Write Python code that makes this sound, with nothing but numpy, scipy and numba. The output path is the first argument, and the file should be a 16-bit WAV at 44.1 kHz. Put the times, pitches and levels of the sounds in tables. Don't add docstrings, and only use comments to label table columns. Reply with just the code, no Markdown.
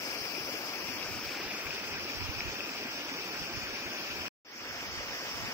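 import sys
import numpy as np
from scipy import signal
from scipy.io import wavfile
from scipy.ndimage import uniform_filter1d, map_coordinates
from numba import njit

SR = 44100
rng = np.random.default_rng(int(sys.argv[2]) if len(sys.argv) > 2 else 0)


def magnitude_from_level(level_db):
    exponent = np.asarray(level_db, float) / 20
    return 10 ** exponent


def bounce(signal):
    frames = np.transpose(np.atleast_2d(signal))
    limited = np.clip(frames, -1, 1)
    pcm = np.round(limited * 32767).astype(np.int16)
    wavfile.write(sys.argv[1], SR, pcm)


N = 244090

PAUSE_S, RESUME_S = 4.2828, 4.4485
FADE_FROM_S, FADE_TO_S = 4.399, 4.675
WINDOW = 512


def to_cells(x, size=WINDOW):
    return signal.stft(x, SR, nperseg=size, noverlap=size * 3 // 4)


def to_sound(cells, size=WINDOW):
    return signal.istft(cells, SR, nperseg=size, noverlap=size * 3 // 4)[1][..., :N]


def along(table, hz):
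    f, value = np.transpose(table)
    return np.interp(np.log(hz + 1), np.log(f), value).reshape(len(hz), -1)


def walk(shape, span):
    span = max(int(span), 1)
    levels = uniform_filter1d(rng.standard_normal(shape), span)
    levels = uniform_filter1d(levels, span)
    return levels / levels.std()


@njit
def ring(n, start, turn, fade, glide, size):
    out = np.zeros(n)
    for k in range(len(start)):
        tone = size[k] + 0j
        advance = fade[k] * np.exp(1j * turn[k])
        bend = np.exp(1j * glide[k])
        i = start[k]
        while i < n and abs(tone) > .01 * abs(size[k]):
            out[i] += tone.imag
            tone = tone * advance
            advance = advance * bend
            i += 1
    return out


def bubbles(s, hz, size, cycles, rise):
    turn = 2 * np.pi * hz / SR
    length = cycles * SR / hz
    return ring(N, (s * SR).astype(np.int64), turn, np.exp(-1 / length), rise * turn / length, 1. 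* size)


def swelling_bubbles(s, hz, size, decay, attack, rise=0.):
    slow = bubbles(s, hz, size, np.full(len(s), decay), rise)
    quick = bubbles(s, hz, size, np.full(len(s), attack), rise)
    return slow - quick


def froth(spread_db, cycles, hiss_db, count):
    when, pitch, strength, damping = rng.random((count, 4)).T
    hz = 150 * 100 ** pitch ** .8
    size = magnitude_from_level(-spread_db * np.log(1 - .9995 * strength))
    size = size * np.sqrt(hz)
    f, s, swarm = to_cells(bubbles(when * N / SR, hz, size, cycles * (.5 + damping), rise=0.1327))
    mean = uniform_filter1d(np.mean(abs(swarm) ** 2, axis=1), size=3)[:, None]
    hiss = to_cells(rng.standard_normal(N))[2]
    hiss = hiss / np.sqrt(np.mean(abs(hiss) ** 2))
    both = swarm / np.sqrt(mean) + magnitude_from_level(hiss_db) * hiss
    return f, s, both / np.sqrt(1 + magnitude_from_level(2 * hiss_db))


def surges(f, s):
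    octaves = np.log2(np.maximum(f, 60) / 60)

    def spread(rows, per_octave):
        at = np.meshgrid(octaves * per_octave, np.arange(len(s)), indexing="ij")
        return map_coordinates(rows, at, order=1)

    swell = spread(walk((9, len(s)), 22), 1)
    flicker = spread(walk((35, len(s)), 6), 4)
    return 0.56 * swell + 1.4 * flicker


# before the swing in microseconds, after it in microseconds.
SWING_LAG = (-150, 135)


def turning(s):
    swing_at_s, swing_half_s = 1.3, .4
    facing_from, facing_to = 0.86, 0.05
    ditch_lag_us, ditch_turn_per_s = -142, .38
    swing = (1 + np.tanh((s - swing_at_s) / swing_half_s)) / 2
    at_chute = s < RESUME_S - .05
    chute_facing = facing_from + (facing_to - facing_from) * swing
    facing = np.where(at_chute, chute_facing, ditch_turn_per_s * (s - RESUME_S))
    before, after = SWING_LAG
    lag_us = np.where(at_chute, before + (after - before) * swing, ditch_lag_us)
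    return facing, lag_us / 10 ** 6


# time in seconds, centre in Hz, gain in dB.
EDGE_SHADE = [(0, 8140, 1.5), (.4, 8450, -5.5), (.9, 8750, -11), (1.3, 10240, -8), (1.6, 9100, -1),
              (2.0, 8940, -7.5), (4.3, 8970, -7), (4.5, 9360, -15), (4.9, 9280, -3), (5.149, 9340, -6),
              (5.5, 9000, -3.5)]
# centre in Hz, width in Hz, gain in dB.
PORT_NOTCH = (6650, 340, -2)


def dips(f, s):
    at, hz, db = np.transpose(EDGE_SHADE)
    edge_width_hz = 840
    edge_offset = (f[:, None] - np.interp(s, at, hz)) / edge_width_hz
    edge_db = np.interp(s, at, db) * np.exp(-edge_offset ** 2)
    port_hz, port_width_hz, port_db = PORT_NOTCH
    return edge_db, port_db * np.exp(-((f[:, None] - port_hz) / port_width_hz) ** 2)


# frequency in Hz, level in dB per Hz.
CHUTE_AT_LEFT = [(300, -2.5), (700, -5), (1100, -7), (1600, -3.5), (1950, -6), (2500, 4.5), (3100, -6.5),
                 (4150, -10.5), (5250, -2), (6700, -15), (7900, -21.5), (8900, -24), (10600, -26),
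                 (12000, -29), (13300, -21.5), (15000, -16.5)]
# frequency in Hz, level in dB per Hz.
CHUTE_AT_RIGHT = [(300, -1.5), (700, -5), (1100, -5.5), (1600, -3.5), (1950, -5), (2500, -6.5), (3100, -8),
                  (4050, -11.5), (5250, -1), (6700, -16.5), (7900, -20.5), (8900, -27), (10500, -29.5),
                  (12100, -25.5), (13600, -22), (15000, -16)]
# frequency in Hz, level in dB per Hz.
DITCH_AT_LEFT = [(300, -3), (700, -4), (1100, -4.5), (1500, -2), (1900, -1.5), (2500, -2), (3100, -6.5),
                 (3900, -15), (5250, -1.5), (6700, -14), (8300, -21.5), (9400, -26.5), (10500, -24.5),
                 (11500, -30.5), (13600, -17.5), (15000, -18.5)]
# frequency in Hz, level in dB per Hz.
DITCH_AT_RIGHT = [(300, -3), (700, -4.5), (1100, -3.5), (1500, -2.5), (1900, -3), (2500, -1.5),
                  (3300, -5.5), (4050, -10), (5250, -1), (6700, -14), (8300, -25.5), (9500, -32),
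                  (11500, -31), (12500, -28.5), (13800, -22.5), (15000, -16.5)]
# frequency in Hz, gain in dB.
FACING_GAIN = [(200, 0), (600, 5), (1500, 1), (2500, 0), (2900, 3.5), (3600, -2), (5250, 5.5), (7000, 3.5),
               (8300, 4.5), (9500, 7.5), (11500, 10.5), (13000, 7), (15000, 2.5)]
# frequency in Hz, gain in dB.
PHONE_SHADOW = [(300, -1), (2500, -1), (3600, -3), (5300, -2.5), (7400, 0), (10500, 0.5), (12000, 2.5)]
# frequency in Hz, gain in dB.
BASS_ROLLOFF = [(20, -40), (60, -3.5), (130, -9), (250, 1.5)]
# frequency in Hz, likeness from 0 to 1.
PORT_LIKENESS = [(100, 1), (350, 1), (700, .8), (1300, .55), (2500, .62), (3600, 0.4), (4600, 0.2),
                 (6000, .2), (15000, 0.07)]


def water():
    chute_db, ditch_db, ditch_rise_db_per_s = -54, -56.5, 2.5
    slide = 0.035
    f, s, near = froth(spread_db=2.5, cycles=3.5, hiss_db=1.5, count=60000)
    far = [froth(spread_db=2.0, cycles=3.0, hiss_db=2, count=60000)[2] for _ in range(2)]

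    facing, lag_s = turning(s)
    like = np.clip(along(PORT_LIKENESS, f), 0, 1)
    shared = np.sqrt(like) * near
    delay = np.exp(-2j * np.pi * f[:, None] * lag_s)
    left = shared * delay + np.sqrt(1 - like) * far[0]
    right = shared + np.sqrt(1 - like) * far[1]

    at_chute = s < RESUME_S - .05
    flow_db = np.where(at_chute, chute_db, ditch_db + ditch_rise_db_per_s * (s - FADE_TO_S))
    edge_db, port_db = dips(f, s)
    shared_db = along(BASS_ROLLOFF, f) + surges(f, s) + port_db + flow_db
    chute_left_db = along(CHUTE_AT_LEFT, f[:, None] * (1 + slide * facing))
    left_db = np.where(at_chute, chute_left_db, along(DITCH_AT_LEFT, f))
    left_db = left_db + facing * along(FACING_GAIN, f) + edge_db
    chute_right_db = along(CHUTE_AT_RIGHT, f) + facing * along(PHONE_SHADOW, f)
    right_db = np.where(at_chute, chute_right_db, along(DITCH_AT_RIGHT, f))

    both = to_sound(np.array([left * magnitude_from_level(left_db + shared_db), right * magnitude_from_level(right_db + shared_db)]))
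    no_rumble = signal.butter(2, 65.6, "high", fs=SR, output="sos")
    return signal.sosfilt(no_rumble, both)


# start in seconds, peak in dB, pitch in Hz, left minus right in dB.
LONE_DROPS = [(.3503, -26, 2400, 7), (.3658, -31, 2520, 10), (.4398, -31, 2450, 12), (.7573, -25, 5200, 8),
              (.9487, -31, 2380, 10), (1.3718, -30, 2200, 8), (1.4787, -31, 2430, 9),
              (1.7070, -22, 2490, 10), (1.7800, -31, 2510, 10), (2.3864, -31, 2550, 12),
              (2.5684, -29, 2510, 13), (2.6056, -21, 2520, 11), (2.6922, -25, 2515, 12),
              (2.7779, -30, 2510, 11), (3.4126, -31, 2620, 12)]


def drops():
    s, db, hz, pan_db = np.transpose(LONE_DROPS)
    ports = (db, db - pan_db)
    return np.array([swelling_bubbles(s, hz, 2 * magnitude_from_level(d), decay=3.6, attack=1.1) for d in ports])


# start in seconds, peak in dB, pitch in Hz.
SOFT_DROPS = [(0.5374, -30.5, 2320), (0.7784, -35.5, 2100), (0.889, -26, 2540), (0.9706, -32.5, 2270),
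              (1.1861, -33.5, 2620), (1.4944, -34.5, 2710), (1.5846, -32, 2690), (1.668, -25, 2310),
              (1.805, -34, 2640), (2.2418, -39, 2410), (2.2687, -41.5, 2900), (2.4058, -21.5, 2380),
              (2.807, -36, 2420), (2.974, -42, 2330), (3.269, -42.5, 2350), (3.3522, -33.5, 2470),
              (3.455, -30, 2420), (3.5638, -37, 2240), (3.5965, -37.5, 2490)]


def smacks():
    s, db, hz = np.transpose(SOFT_DROPS)
    pan_db = 5
    ports = (db, db - pan_db)
    return np.array([swelling_bubbles(s, hz, 2 * magnitude_from_level(d + 1.0), decay=3.1, attack=0.78) for d in ports])


# start in seconds, peak in dB, pitch in Hz.
BIG_BUBBLES = [(0.149, -34, 278), (0.236, -35.5, 338), (0.377, -32.5, 355), (0.487, -29.5, 520),
               (0.533, -43.5, 309), (0.754, -32.5, 394), (0.864, -41, 306), (0.893, -34.5, 250),
               (0.962, -38, 290), (1.06, -37.5, 572), (1.146, -45.5, 303), (1.181, -39, 268),
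               (1.229, -36.5, 321), (1.352, -37, 304), (1.635, -39.5, 345), (1.732, -34, 370),
               (2.05, -35.5, 353), (2.308, -38.5, 283), (2.481, -43.5, 310), (2.707, -35.5, 248),
               (2.815, -35, 331), (2.848, -33, 240.5), (3.051, -35.5, 316), (3.113, -32, 255),
               (3.154, -33, 461), (3.249, -36, 314), (3.495, -31, 332), (3.563, -36.5, 283),
               (3.789, -41.5, 414), (3.852, -35.5, 331), (3.986, -32.5, 322), (4.128, -38, 342),
               (4.238, -39, 307), (4.273, -44, 283), (4.454, -43.5, 279), (4.653, -36.5, 474),
               (5.005, -33.5, 550), (5.106, -37.5, 511), (5.22, -34, 482), (5.476, -35, 223)]


def gulps():
    s, db, hz = np.transpose(BIG_BUBBLES)
    return swelling_bubbles(s, hz, magnitude_from_level(db - 1.0), decay=4.1, attack=0.99, rise=.05)


# frequency in Hz, level in dB per Hz.
THUD_COLOUR = [(6, -40), (20, -16), (30, -5), (60, -2.5), (100, -0.5), (160, -7), (300, -38.5), (800, -65)]
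# middle in seconds, peak in dB, half-length in seconds.
GUSTS_LEFT = [(.1, -65, 0.038), (.75, -79, 0.084), (1.2, -67, .1), (1.69, -45.5, 0.051), (1.93, -59, .04),
              (2.2, -65, 0.12), (2.62, -60, .04), (3.5, -72, 0.11), (4.9, -60, .12), (5.45, -62, 0.12)]
# middle in seconds, peak in dB, half-length in seconds.
GUSTS_RIGHT = [(.21, -59, 0.041), (.43, -53, 0.051), (.9, -49, 0.055), (1.12, -47.5, 0.092),
               (1.28, -49, 0.027), (1.47, -50.5, 0.04), (1.93, -51, 0.12), (2.03, -54, 0.036),
               (2.24, -36.5, 0.065), (2.38, -44.5, 0.036), (2.47, -41, 0.044), (3.42, -40, 0.024),
               (3.56, -37, 0.041), (3.67, -48, 0.055), (3.88, -46, 0.028), (4.17, -48.5, 0.081),
               (4.7, -54.5, 0.075), (4.95, -50, 0.17), (5.42, -46.5, 0.096)]


def wind():
    s = np.arange(N) / SR
    ports = []
    for gusts, lull_db in ((GUSTS_LEFT, -71), (GUSTS_RIGHT, -67)):
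        f, _, air = to_cells(rng.standard_normal(N), size=4096)
        thud = to_sound(air * magnitude_from_level(along(THUD_COLOUR, f)), size=4096)
        strength = magnitude_from_level(lull_db)
        for at, db, half in gusts:
            strength = strength + magnitude_from_level(db) * np.exp(-((s - at) / half) ** 2)
        puffs = magnitude_from_level(2.2 * walk(N, 900))
        ports.append(thud / thud.std() * strength * puffs)
    return np.array(ports)


def scene():
    return water() + drops() + smacks() + gulps() + wind()


# frequency in Hz, rounding step in dB.
ROUNDING_STEP = [(300, -46), (1500, -40), (2500, -38), (3200, -35), (4200, -36), (5200, -36), (6200, -37),
                 (7500, -42.5), (9000, -48), (10500, -50), (12000, -47), (13500, -44), (15700, -43)]


def phone_rounding(x):
    hop, lead, top_hz = 1024, 1400, 15740
    wobble_db, band_db, follow, masking = .2, 1.8, .9, .22
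    dead, weak = .33, .4
    n, k = np.arange(2 * hop), np.arange(hop)
    window = signal.windows.kaiser_bessel_derived(2 * hop, 4 * np.pi)
    basis = np.cos(np.pi / hop * np.outer(n + (1 + hop) / 2, k + .5))
    basis = basis * window[:, None] * np.sqrt(2 / hop)
    count = N // hop + 4
    halves = np.pad(x, ((0, 0), (lead, count * hop - N - lead))).reshape(2, count, hop)
    cells = np.concatenate([halves[:, :-1], halves[:, 1:]], axis=2) @ basis
    hz = k * SR / 2 / hop
    power = uniform_filter1d(uniform_filter1d(cells ** 2, 48, axis=2), 5, axis=1) + 1e-18

    even = (abs(np.log10(power[0] / power[1])) < .3) | (hz < 2000)

    def joint(c):
        return np.where(even, np.array([c[0] + c[1], c[0] - c[1]]) / np.sqrt(2), c)

    drift = np.repeat(walk((hop // 8, count - 1), 4), 8, axis=0).T
    wobble = rng.standard_normal((count - 1, 1))
    loudness = np.sqrt(np.mean(power, axis=(0, 2)) / np.mean(power))[:, None] + .01
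    step_db = along(ROUNDING_STEP, hz).T + 3.0 + wobble_db * wobble + band_db * drift
    step = magnitude_from_level(step_db) * loudness ** follow
    masked = np.mean(power, axis=0) / np.mean(power, axis=(0, 1)) / loudness ** 2
    step = step * masked ** masking

    cells = joint(cells)
    whole = np.floor(abs(cells / step) ** (3 / 4) + dead) * (hz < top_hz)
    nearby = uniform_filter1d(uniform_filter1d(cells ** 2, 6, axis=2), 2, axis=1)
    whole = whole * (nearby > (weak * step) ** 2)
    blocks = joint(np.sign(cells) * whole ** (4 / 3) * step) @ basis.T
    lapped = blocks[:, 1:, :hop] + blocks[:, :-1, hop:]
    return lapped.reshape(2, -1)[:, lead - hop:lead - hop + N]


def top_cut(x):
    return signal.sosfilt(signal.butter(12, 15870, fs=SR, output="sos"), x)


def record(dry):
    s = np.arange(N) / SR
    fade = np.clip((s - FADE_FROM_S) / (FADE_TO_S - FADE_FROM_S), 0, 1)
    x = signal.sosfilt(signal.butter(2, 15, "high", fs=SR, output="sos"), dry)
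    x = phone_rounding(x * np.where(s < RESUME_S - .08, 1, fade))
    remnant = magnitude_from_level(-39.5) * np.clip(1 - (s - PAUSE_S) / 0.013, 0, 1)
    gate = np.where((s < PAUSE_S) | (s >= RESUME_S), 1, remnant)
    return top_cut(x * gate)


dry = scene()
out = record(dry)
bounce(out)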